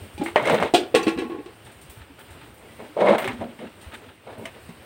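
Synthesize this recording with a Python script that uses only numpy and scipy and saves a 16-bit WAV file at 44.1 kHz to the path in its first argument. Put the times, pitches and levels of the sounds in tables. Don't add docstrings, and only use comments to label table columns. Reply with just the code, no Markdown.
import sys
import numpy as np
from scipy import signal
from scipy.fft import rfft, irfft, next_fast_len
from scipy.io import wavfile
from scipy.ndimage import uniform_filter1d, map_coordinates

SR = 44100
rng = np.random.default_rng(int(sys.argv[2]) if len(sys.argv) > 2 else 0)


def invert_db(level):
    return 10 ** (np.asarray(level, dtype=float) / 20)


def wav_out(sig):
    wavfile.write(sys.argv[1], SR, np.round(np.clip(np.atleast_2d(sig).T, -1, 1) * 32767).astype(np.int16))


N = 214142

# t/s, clang level/dB, boom/dB over it, edge/dB over it, thud f/Hz
PAIL_LANDING = [
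    (0.1785, -37.5, 3, -0.5, 325),
    (0.1974, -44, 23, -16, 206),
    (0.2154, -35.5, 19, -9, 293),
    (0.2394, -48.5, 22.5, -4, 335),
    (0.738, -15, 8, -4, 351),
    (0.7445, -6.5, 3, -8.5, 718),
    (0.7574, -24, 4, -31, 322),
    (0.8344, -29.5, 4, -25, 324),
]
# t/s, clang level/dB, boom/dB over it, edge/dB over it, thud f/Hz
PAIL_ROCKING = [(0.9421, -24, 16, -28, 489), (0.9483, -7.5, -10, -2, 435), (0.9576, -19.5, 11.5, -29, 454),
                (1.0294, -30, 6, 3.5, 436), (1.067, -16.5, 2, -34, 410), (1.0698, -22.5, 5.5, -6, 317),
                (1.0795, -19, 0, -2.5, 340), (1.1744, -26, 4.5, -12, 268), (1.1864, -23.5, 3.5, -4, 372),
                (1.219, -30, 9, -20, 330), (1.2972, -36.5, 13.5, -28, 344), (1.3172, -36.5, 12, -29, 327),
                (1.3433, -58, 33, -24, 322), (1.3842, -43, 17.5, -26, 292), (1.4592, -38, 5.5, -4, 353)]
# f/Hz, level/dB, t60/s
WALL_HELD = [(339, -2, 0.33), (732, -7, 0.34), (845, -5, 0.19), (1100, -6, 0.12), (1292, -20, 0.29),
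             (1400, -5, 0.097), (1674, -15, 0.27), (1960, -16, 0.17), (2358, -12, 0.25), (2778, -11, 0.2),
             (2923, -12, 0.18), (3133, -18, 0.3), (3300, -12, 0.23), (3461, -25, 0.39), (3601, -11, 0.19),
             (4032, -13, 0.14), (4258, -14, 0.12), (4603, -22, 0.2), (4732, -21, 0.2), (4861, -13, 0.089),
             (5098, -27, 0.28), (5809, -26, 0.2)]
WALL_FREE = [(329, -8, .4), (364, -14, .3), (465, -9, .22), (1023, -21, .3), (812, -21, .22),
             (847, -17, .3), (1099, -12, .22), (1380, -20, .3), (1464, -23, .25), (1671, -17, .22),
             (1922, -21, .25), (1992, -17, .2), (2120, -16, .12), (2345, -14, .18), (2621, -13, .2),
             (2826, -20, .22), (2885, -21, .2), (3009, -23, .25), (3230, -19, .18), (3300, -21, .18),
             (3709, -22, .12), (3876, -21, .2), (4124, -20, .12), (4215, -25, .17)]
# f/Hz, level/dB per Hz
CLANG_HELD = [(88, -65), (150, -16), (335, 16.5), (548, 1), (735, -1.5), (1020, -24), (1080, -22),
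              (1540, -25.5), (1640, -37), (3240, -15.5), (6000, -31.5), (7800, -68), (13200, -120)]
CLANG_FREE = [(88, -52), (150, -25.5), (463, -11.5), (611, -32.5), (832, -14.5), (941, -38), (1100, -15),
              (1210, -34), (2380, -19.5), (4020, -24), (6000, -33), (7800, -59), (13200, -120)]
# f/Hz, t60/s
STEEL_T60 = [(200, 0.32), (1000, 0.37), (3000, 0.19), (8000, 0.18), (15000, 0.18)]
# f/Hz, t60/s
WOOD_T60 = [(200, 0.2), (1000, 0.23), (3000, 0.14), (8000, 0.072), (15000, 0.14)]
# f/Hz, level/dB per Hz
SPARK = [(2650, 23), (4500, 0), (5360, -1.5), (6460, -3.5), (7800, -3.5), (8830, 4), (10000, -14.5),
         (12400, -18), (13400, -13), (16000, -13)]
# t/s, crack level/dB, boom/dB
# over it, edge/dB over it, thud f/Hz
LEGS = [(0.2602, -17.5, -1.5, -18, 324), (0.3588, -4, 1.5, -22.5, 606), (0.4255, -26.5, 10, -10, 634),
        (0.4544, -16.5, -18, -11, 600), (0.4725, -13.5, -18, -11, 570), (0.4974, -14, -18, -9.5, 506),
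        (0.5442, -17, 0, -7.5, 592), (0.6008, -21, 1, -11, 585), (0.6257, -17.5, 7.5, -10.5, 596),
        (0.6494, -28.5, -18, -9, 660),
        (2.8001, -34, 7, -22, 438), (2.9675, -56, 16, -22, 600), (3.0153, -44, 21, -23, 544),
              (3.0696, -11, 4, -38, 607), (3.078, -18, -9, -34, 680), (3.0926, -25, -6, -34, 596),
              (3.0997, -22, 7, -26, 592), (3.107, -20.5, 16, -24, 565), (3.1814, -12.5, -2, -16, 648),
              (3.244, -20.5, -3, -9, 377), (3.276, -13, -6, -15.5, 792), (3.3317, -42, 18.5, 2, 245),
              (3.4094, -40.5, 15, -7, 762), (3.4244, -47, 25.5, -29, 698), (3.5901, -29.5, 2, -19, 236),
              (4.4545, -25.5, -1.5, -3.5, 660), (4.6905, -39, 11.5, -4, 232)]
# f/Hz, level/dB per Hz
KNOCK = [(88, -51), (150, -21), (231, -33), (367, 3.5), (621, -3), (1050, -4), (1500, -14.5), (2130, -8),
         (4990, -36.5), (6000, -68), (7800, -68), (13200, -120)]
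# f/Hz, width/Hz, level/dB
SEAT = [(223.5, 13, -13.5), (592, 110, -1.5), (955, 19, -1), (2206, 13, 20.5), (2500, 99, -38),
        (3620, 31, -19)]
# f/Hz, level/dB per Hz
SCRAPE = [(530, -24), (900, 18), (974, -39), (1240, 6), (2470, -5.5), (3850, -7.5), (4920, -25.5),
          (6000, -68), (7800, -64), (13200, -120)]
# start t/s,
# hold/s, scrape level/dB, groan/dB over it, rumble/dB over it
STROKES = [(0.216, 0.018, -35, -24, 10.5), (0.279, 0.009, -35, -16, -20), (0.372, 0.11, -28, 4, -5),
           (0.482, 0.067, -20, 3.5, -0.5), (0.617, 0.042, -24, 5.5, -5.5), (0.035, 0.032, -49, -7, 7),
           (1.975, 0.064, -43.5, -9, -11), (2.192, 0.023, -43.5, -3, -17), (2.29, 0.029, -47, -16, -13),
           (2.65, 0.085, -57.5, 7.5, 15), (3.827, 0.054, -44.5, -9, -10), (4.024, 0.082, -45, -2, -11),
           (1.668, 0.029, -41.5, -5, -6), (2.42, 0.015, -41, -21, -22), (2.795, 0.069, -47.5, 10, 6.5),
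           (2.978, 0.016, -38, 13.5, 3), (3.01, 0.055, -28, 10, -9), (3.083, 0.072, -27, 13, -4),
           (3.223, 0.027, -26.5, -18, -2), (3.287, 0.0075, -36.5, 5, 5), (3.314, 0.11, -45, -28, -1),
           (3.409, 0.011, -43.5, 10, 18.5), (3.446, 0.088, -54.5, 5, 17), (3.609, 0.053, -41, -2, 10),
           (3.933, 0.011, -34.5, -5.5, -5.5), (4.275, 0.064, -44, 10, -13), (4.388, 0.059, -51.5, 10, 17),
           (4.552, 0.0066, -44, 5.5, -6)]
# t/s, level/dB, f/Hz
JOLTS = [(0.3737, -23, 706), (0.3842, -31, 720), (0.3918, -32, 800), (0.3978, -17, 935),
         (0.407, -25, 590), (0.4233, -20, 635), (0.429, -32, 636.0), (0.4376, -28, 670),
         (0.4511, -29, 673.0), (0.4582, -21, 760), (0.4639, -14, 630), (0.473, -12, 575),
         (0.4836, -11.5, 617), (0.4933, -13, 730), (0.4978, -7, 630), (0.5032, -6.5, 480),
         (0.5092, -16, 705), (0.5176, -10.5, 520), (0.5247, -22, 650), (0.5307, -12, 610),
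         (0.5361, -16, 700), (0.5414, -8, 553), (0.5497, -6, 577), (0.5557, -33, 547),
         (0.5612, -15, 655), (0.5663, -17, 660), (0.571, -27, 585), (0.5789, -16.5, 435),
         (0.5887, -19, 567), (0.5994, -14.5, 800), (0.6043, -25, 674), (0.61, -27, 780),
         (0.6154, -16, 656), (0.624, -18, 740), (0.6312, -28, 680), (0.6389, -17, 667),
         (0.6462, -19, 580), (0.6523, -25, 590), (0.6584, -20, 620),
         (2.967, -11, 535), (2.9743, -15.5, 640), (2.9791, -22, 603), (2.9889, -12.5, 464),
               (2.9945, -12, 608), (3.0056, -9.5, 510), (3.0147, -8, 563), (3.0202, -3.5, 586),
               (3.0262, -8, 536), (3.0317, -11, 656), (3.0365, -6, 584), (3.0437, -5.5, 597),
               (3.0521, -11.5, 620), (3.0621, -10.5, 640), (3.0685, -3.5, 580), (3.0763, -12.5, 813),
               (3.0847, -9, 695), (3.0907, -1, 550), (3.0983, -14, 660), (3.1069, -6, 560),
               (3.1154, -18, 596), (3.1211, -16, 620), (3.1288, -13, 654), (3.1344, -9, 800),
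               (3.1397, -15, 680), (3.1473, -9, 628), (3.1539, -23, 765), (3.1932, -19, 760),
               (3.2076, -35, 670), (3.218, -34, 830), (3.2247, -19, 606), (3.2351, -23, 730),
               (3.2429, -21, 800), (3.2538, -25, 505), (3.2594, -20, 544), (3.2673, -32, 543),
               (3.4114, -21.5, 610), (3.418, -22.5, 660), (3.4233, -20, 574), (3.4367, -32, 527),
         (4.276, -37, 600), (4.2809, -41, 800), (4.2912, -29, 620), (4.297, -31, 590),
              (4.3114, -36, 594), (4.326, -32, 630), (4.3337, -36, 693), (4.3771, -33, 630),
              (4.3947, -26.5, 533), (4.3993, -26.5, 483), (4.409, -33, 526), (4.414, -35, 460),
              (4.426, -33, 387), (2.801, -35, 640), (2.81, -34, 503), (2.826, -37, 580),
              (3.622, -26.5, 533), (3.639, -26, 417)]
# t/s, level/dB, f/Hz
STOOL_ROCKS = [(0.499, -45, 264), (0.529, -24.5, 135), (.543, -24, 211), (2.969, -35, 215),
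               (2.99, -32, 220), (3.015, -23, 202), (3.047, -21, 200), (3.078, -27.5, 205),
               (3.098, -16, 206), (3.112, -20, 212), (3.149, -28, 216), (3.008, -15.5, 380.6),
               (3.03, -23, 383), (3.099, -19.5, 333), (3.249, -22.5, 382)]
# t/s, level/dB, f/Hz
SNAPS = [(.3604, -2, 680), (.6262, -9, 1000), (.4856, -10, 1300), (.4992, -10, 1000), (.6009, -14, 1400),
         (3.2443, -17, 1800), (3.2767, -15, 1800), (.9493, -7, 520), (1.0714, -14, 400), (.95, -12, 3000),
         (1.7193, -42, 13000), (1.7712, -45, 11000), (2.5415, -44, 14500), (1.851, -46, 6000),
         (3.0681, -41, 6500), (3.1035, -40, 6500), (3.2756, -28, 9000)]
# t/s, level/dB, f/Hz, t60/s
CLEAR_TONES = [(1.074, -21, 331, .3), (1.066, -30, 560, .15), (.7372, -11, 735, .1), (.18, -38, 835, .4),
               (.178, -42, 2400, .3), (2.685, -53, 1980, .9), (.211, -27, 820, .2), (1.028, -34, 6000, .05),
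               (1.029, -39, 7100, .04), (1.032, -36, 4570, .08), (3.44, -40, 248, .5), (1.21, -43, 1098, .9),
               (1.3, -40, 807, .25)]
# t/s, level/dB, f/Hz
TICKS = [(0.135, -39, 9130), (0.236, -25, 8600), (0.519, -27, 15500), (0.746, -32, 5270),
         (1.029, -29, 6050), (1.649, -37.5, 8200), (1.7174, -39, 8900), (1.8132, -33.5, 8690),
         (1.8962, -32, 9600), (1.9634, -41, 15000), (1.896, -30, 15100), (2.191, -31.5, 15500),
         (2.304, -38, 8550), (2.541, -37, 15200), (2.576, -40.5, 8560), (3.1823, -20.5, 15000),
         (3.277, -35, 5230), (3.812, -34, 8400), (3.9377, -34.5, 8490), (4.381, -37, 12000),
         (4.6912, -55, 8600)]
# t/s, level/dB, f/Hz
HOOVES = [(0.016, -30, 93), (0.146, -33, 79), (0.42, -28.5, 132), (0.518, -25, 160), (0.593, -24.5, 181),
          (1.063, -21, 212), (1.16, -28, 198), (1.247, -25.5, 242), (1.654, -40, 107), (1.888, -37, 66),
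          (1.972, -36.5, 108), (2.006, -37, 72), (2.1, -47, 72), (2.303, -37, 80.7), (2.879, -49, 77),
          (3.276, -29.5, 115), (3.329, -37, 61.9), (3.39, -33, 100), (3.597, -42, 220), (3.625, -41, 231),
          (4.02, -41.5, 431), (4.064, -41, 252), (2.098, -40, 276), (1.841, -42, 142), (0.278, -31, 337),
          (0.627, -31.5, 87), (1.169, -40, 66), (3.288, -27, 251), (3.345, -28, 245), (2.893, -39, 302),
          (3.864, -31, 74), (4.314, -43, 110), (4.38, -34.5, 106), (4.689, -34.5, 169)]
# t/s, level/dB
STIR = [(0.0, 4.5), (0.16, 3), (0.9, 1.5), (1.5, -1), (1.7, -0.5), (1.838, 0), (1.968, 0.5), (2.112, -1),
        (2.318, 1.5), (2.566, -1), (2.75, 4), (2.95, -0.5), (3.75, 0), (3.894, 1), (4.128, -2.5),
        (4.306, -2), (4.45, 2), (4.856, 2)]
# f/Hz, level/dB per Hz
AIR = [(15, -41), (25, -32), (59, -0.5), (97, 1.5), (170, -11), (335, -7.5), (677, -12.5), (887, -14),
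       (1160, -15), (2840, -9.5), (6560, -30), (7800, -24), (8830, -15.5), (9700, -26.5), (11800, -30.5),
       (14800, -22), (16000, -17.5)]
# level/dB, share of the stir followed
SHED_LAYERS = [
    (-58.5, 0.57),
    (-52, 0.45),
    (-60, 0.74),
    (-60, 1.33),
]

LOW_TOP_HZ, MID_TOP_HZ, HIGH_TOP_HZ = 1300, 5000, 18000


def unit(x):
    return x / np.sqrt(np.mean(x ** 2) + 1e-20)


def along(points, hz):
    f, v = np.transpose(points)
    return np.interp(np.log(hz + 1), np.log(f + 1), v)


def wobble(rate):
    return map_coordinates(rng.standard_normal(int(N * rate / SR) + 4), [np.arange(N) * rate / SR])


def filtered(x, response):
    m = next_fast_len(len(x) + 8192)
    return irfft(rfft(x, m) * response(np.fft.rfftfreq(m, 1 / SR)), m)[:len(x)]


def band(hz, lo_hz, hi_hz):
    return 1 / np.sqrt((1 + (lo_hz / (hz + 1)) ** 6) * (1 + (hz / hi_hz) ** 6))


def place(out, s, sound):
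    out[round(s * SR):][:len(sound)] += sound


def ring_modes(t, modes, ring_db, boom_db):
    out = np.zeros(len(t))
    chances = rng.standard_normal((len(modes), 3))
    for (f, level, t60), (luck, turn, split) in zip(modes, chances):
        beat = 1 + 0.3 * np.cos(2 * np.pi * 0.008 * f * split * t + 3 * turn)
        boom = (0.78 * boom_db - 3.5) * (f < LOW_TOP_HZ)
        strength_db = ring_db + level + boom + 2 * luck
        drifted_hz = f * (1 + 0.001 * turn)
        out += invert_db(strength_db - 60 * t / min(t60, 0.4)) * beat * np.sin(2 * np.pi * drifted_hz * t)
    return out


def blows(events, modes, colour, t60s, ring_db, dense_db, crack_db, thud_db, thud_t60, damping,
          low_db, high_db, snap_db, snap_hz, contact_s):
    out, t = np.zeros(N + SR), np.arange(SR // 3) / SR
    mode_gap_hz = 45
    crowd = rng.standard_normal(SR // mode_gap_hz)

    def coloured(white, shape, lo, hi):
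        def response(hz):
            modal_db = 3 * map_coordinates(crowd, [hz / mode_gap_hz]) * (hz > LOW_TOP_HZ)
            return invert_db(along(shape, hz) + modal_db) * band(hz, lo, hi)
        return unit(filtered(white, response))

    u = 2 * np.pi * snap_hz * t - np.pi
    snap = -invert_db(snap_db) * u * np.exp(-u ** 2 / 2)
    for s, db, boom_db, edge_db, thud_hz in events:
        white = rng.standard_normal(len(t))
        low = invert_db(low_db + boom_db) * coloured(white, colour, 60, LOW_TOP_HZ)
        mid = coloured(white, colour, LOW_TOP_HZ, MID_TOP_HZ)
        high = invert_db(high_db + edge_db) * coloured(white, SPARK, MID_TOP_HZ, HIGH_TOP_HZ)

        hz, when, z = signal.stft(low + mid + high, SR, nperseg=128)
        decay = invert_db(-60 * when / along(t60s, hz)[:, None])
        dense = signal.istft(z * decay, SR, nperseg=128)[1][:len(t)]

        thud_fall_db = 60 * t / thud_t60 * (thud_hz / 330) ** damping
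        thud = invert_db(thud_db + boom_db - thud_fall_db) * np.sin(2 * np.pi * thud_hz * t)
        sound = invert_db(dense_db) * dense + thud + ring_modes(t, modes, ring_db, boom_db)

        contact = contact_s * invert_db(0.082 * boom_db)
        rise = 1 - np.exp(-t / max(contact, 1e-4))
        crack = invert_db(crack_db - 60 * t / 0.0096) * (mid + high) * np.minimum(t / 0.0006, 1)
        place(out, s, invert_db(db) * (sound * rise + crack + snap))
    return out[:N]


def pail():
    held = blows(PAIL_LANDING, WALL_HELD, CLANG_HELD, STEEL_T60, ring_db=-12.5, dense_db=-17,
                 crack_db=-15.5, thud_db=2.5, thud_t60=0.063, damping=0, low_db=0.5, high_db=7.5,
                 snap_db=-15, snap_hz=1470, contact_s=0.0011)
    free = blows(PAIL_ROCKING, WALL_FREE, CLANG_FREE, STEEL_T60, ring_db=-4, dense_db=-18.5,
                 crack_db=-16.5, thud_db=1.0, thud_t60=0.1, damping=0.81, low_db=4.5, high_db=3.5,
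                 snap_db=-23, snap_hz=1480, contact_s=0.0013)
    return held + free


def stool_knocks():
    return blows(LEGS, [], KNOCK, WOOD_T60, ring_db=0, dense_db=-14.5,
                 crack_db=-9.5, thud_db=-8.0, thud_t60=0.14, damping=0, low_db=-4.5, high_db=4.5,
                 snap_db=-4.5, snap_hz=1130, contact_s=0.0014)


def slips(rate, spread_db):
    chance, size = rng.random(N), rng.exponential(size=N)
    return (chance < rate / SR) * invert_db(spread_db * size) * rng.standard_normal(N)


def seat_response(f):
    total = 0
    for k, (centre, width, db) in enumerate(SEAT):
        resonance = 1j * f * width / (centre * centre - f * f + 1j * f * width)
        total = total + (-1) ** k * invert_db(db) * resonance
    return total


def pressure():
    t, force = np.arange(N) / SR, np.zeros((4, N))
    for s, hold, db, groan_db, rumble_db in STROKES:
        press_db = 906 * (t - s)
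        ease_db = 333.5 * (s + hold - t)
        shape_db = np.minimum(0, np.minimum(press_db, ease_db))
        force += invert_db(db - 8.0 + shape_db) * invert_db([[groan_db], [rumble_db], [0], [-15]])
    return uniform_filter1d(force, size=130, axis=1)


def stool_drag():
    judder = unit(slips(700, 0.99)) + 1.18 * rng.standard_normal(N)
    groan = unit(filtered(judder, lambda hz: (seat_response(hz) + 0.56) * band(hz, 480, 580)))
    rumble = unit(filtered(judder, lambda hz: (seat_response(hz) + 0.057) * band(hz, 145, 245)))

    grit = unit(slips(2500, 2.5)) + 0.98 * rng.standard_normal(N)
    grit = grit * invert_db(3 * wobble(90))
    scrape = unit(filtered(grit, lambda hz: invert_db(along(SCRAPE, hz)) * band(hz, LOW_TOP_HZ, MID_TOP_HZ)))
    fine = unit(filtered(np.tanh(grit / 4),
                         lambda hz: invert_db(along(SPARK, hz)) * band(hz, MID_TOP_HZ, HIGH_TOP_HZ)))
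    return (pressure() * [groan, rumble, scrape, fine]).sum(axis=0)


def jolts():
    out, t = np.zeros(N + SR), np.arange(SR // 10) / SR
    fade = invert_db(0.5 - 60 * t / 0.028) * (1 - np.exp(-t / 0.001))
    for s, db, hz in JOLTS:
        upper = invert_db(-11.5) * np.sin(2 * np.pi * 1.65 * hz * t)
        place(out, s, invert_db(db) * fade * (np.sin(2 * np.pi * hz * t) + upper))
    return out[:N]


def soft_pushes(events):
    out, t = np.zeros(N + SR), np.arange(SR // 3) / SR
    swell = 1 - np.exp(-t / 0.0081)
    for s, db, hz in events:
        place(out, s, invert_db(db + 5.0 - 60 * t / 0.11) * swell * np.sin(2 * np.pi * hz * t))
    return out[:N]


def stool_rocking():
    return soft_pushes(STOOL_ROCKS)


def snaps():
    t, out = np.arange(N) / SR, np.zeros(N)
    for s, db, hz in SNAPS:
        u = np.clip(2 * np.pi * hz * (t - s), -20, 20)
        out -= invert_db(db + 2) * np.sin(u) * np.exp(-u ** 2 / 12)
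    return out


def clear_tones():
    t, out = np.arange(N) / SR, np.zeros(N)
    for s, db, hz, t60 in CLEAR_TONES:
        gate = np.clip(np.minimum(t - s, s + 0.22 - t) / 0.0015, 0, 1)
        decay = invert_db(db - 60 * np.maximum(t - s, 0) / t60)
        out += gate * decay * np.sin(2 * np.pi * hz * (t - s))
    return out


def ticks():
    out, t = np.zeros(N + SR), np.arange(SR // 4) / SR
    rise = 1 - np.exp(-t / 0.00055)
    for s, db, pitch_hz in TICKS:
        def shape(hz):
            peak = 0.24 + band(hz, pitch_hz * 0.87, pitch_hz * 1.15)
            return invert_db(along(AIR, hz)) * peak * band(hz, 2700, 16000)
        burst = unit(filtered(rng.standard_normal(len(t)), shape))
        place(out, s, invert_db(db - 15.5 - 60 * t / 0.29) * rise * burst)
    return out[:N]


def hooves():
    return soft_pushes(HOOVES)


def shed():
    z = signal.stft(rng.standard_normal(N), nperseg=512)[2]
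    field = uniform_filter1d(rng.standard_normal(z.shape), size=8, axis=0)
    field = uniform_filter1d(field, size=10, axis=1)
    air = signal.istft(z * invert_db(unit(field)), nperseg=512)[1][:N]

    stir_db = np.interp(np.arange(N) / SR, *np.transpose(STIR))
    shared_db = 0.7 * wobble(12)
    edges_hz = [(20, 160), (160, 1300), (1300, 5500), (5500, 18000)]
    out = np.zeros(N)
    for (level_db, follow), edge, own_db in zip(SHED_LAYERS, edges_hz, (2, 1, 0.6, 1.2)):
        layer = unit(filtered(air, lambda hz: invert_db(along(AIR, hz)) * band(hz, *edge)))
        out += invert_db(level_db + follow * stir_db + shared_db + own_db * wobble(23.1)) * layer
    return out


def scene():
    stool = stool_knocks() + stool_drag() + jolts() + stool_rocking()
    return (pail() + stool + snaps() + clear_tones() + ticks() + hooves() + shed())[None]


def top_cut(x):
    return signal.sosfilt(signal.butter(12, 16680, fs=SR, output="sos"), x)


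def record(dry):
    mic = dry[0] / (1 + (dry[0] / 0.9) ** 8) ** (1 / 8)
    mic = filtered(mic, lambda hz: band(hz, 40, SR) * (hz < 15850))
    return top_cut(mic[None])


dry = scene()
out = record(dry)
wav_out(out)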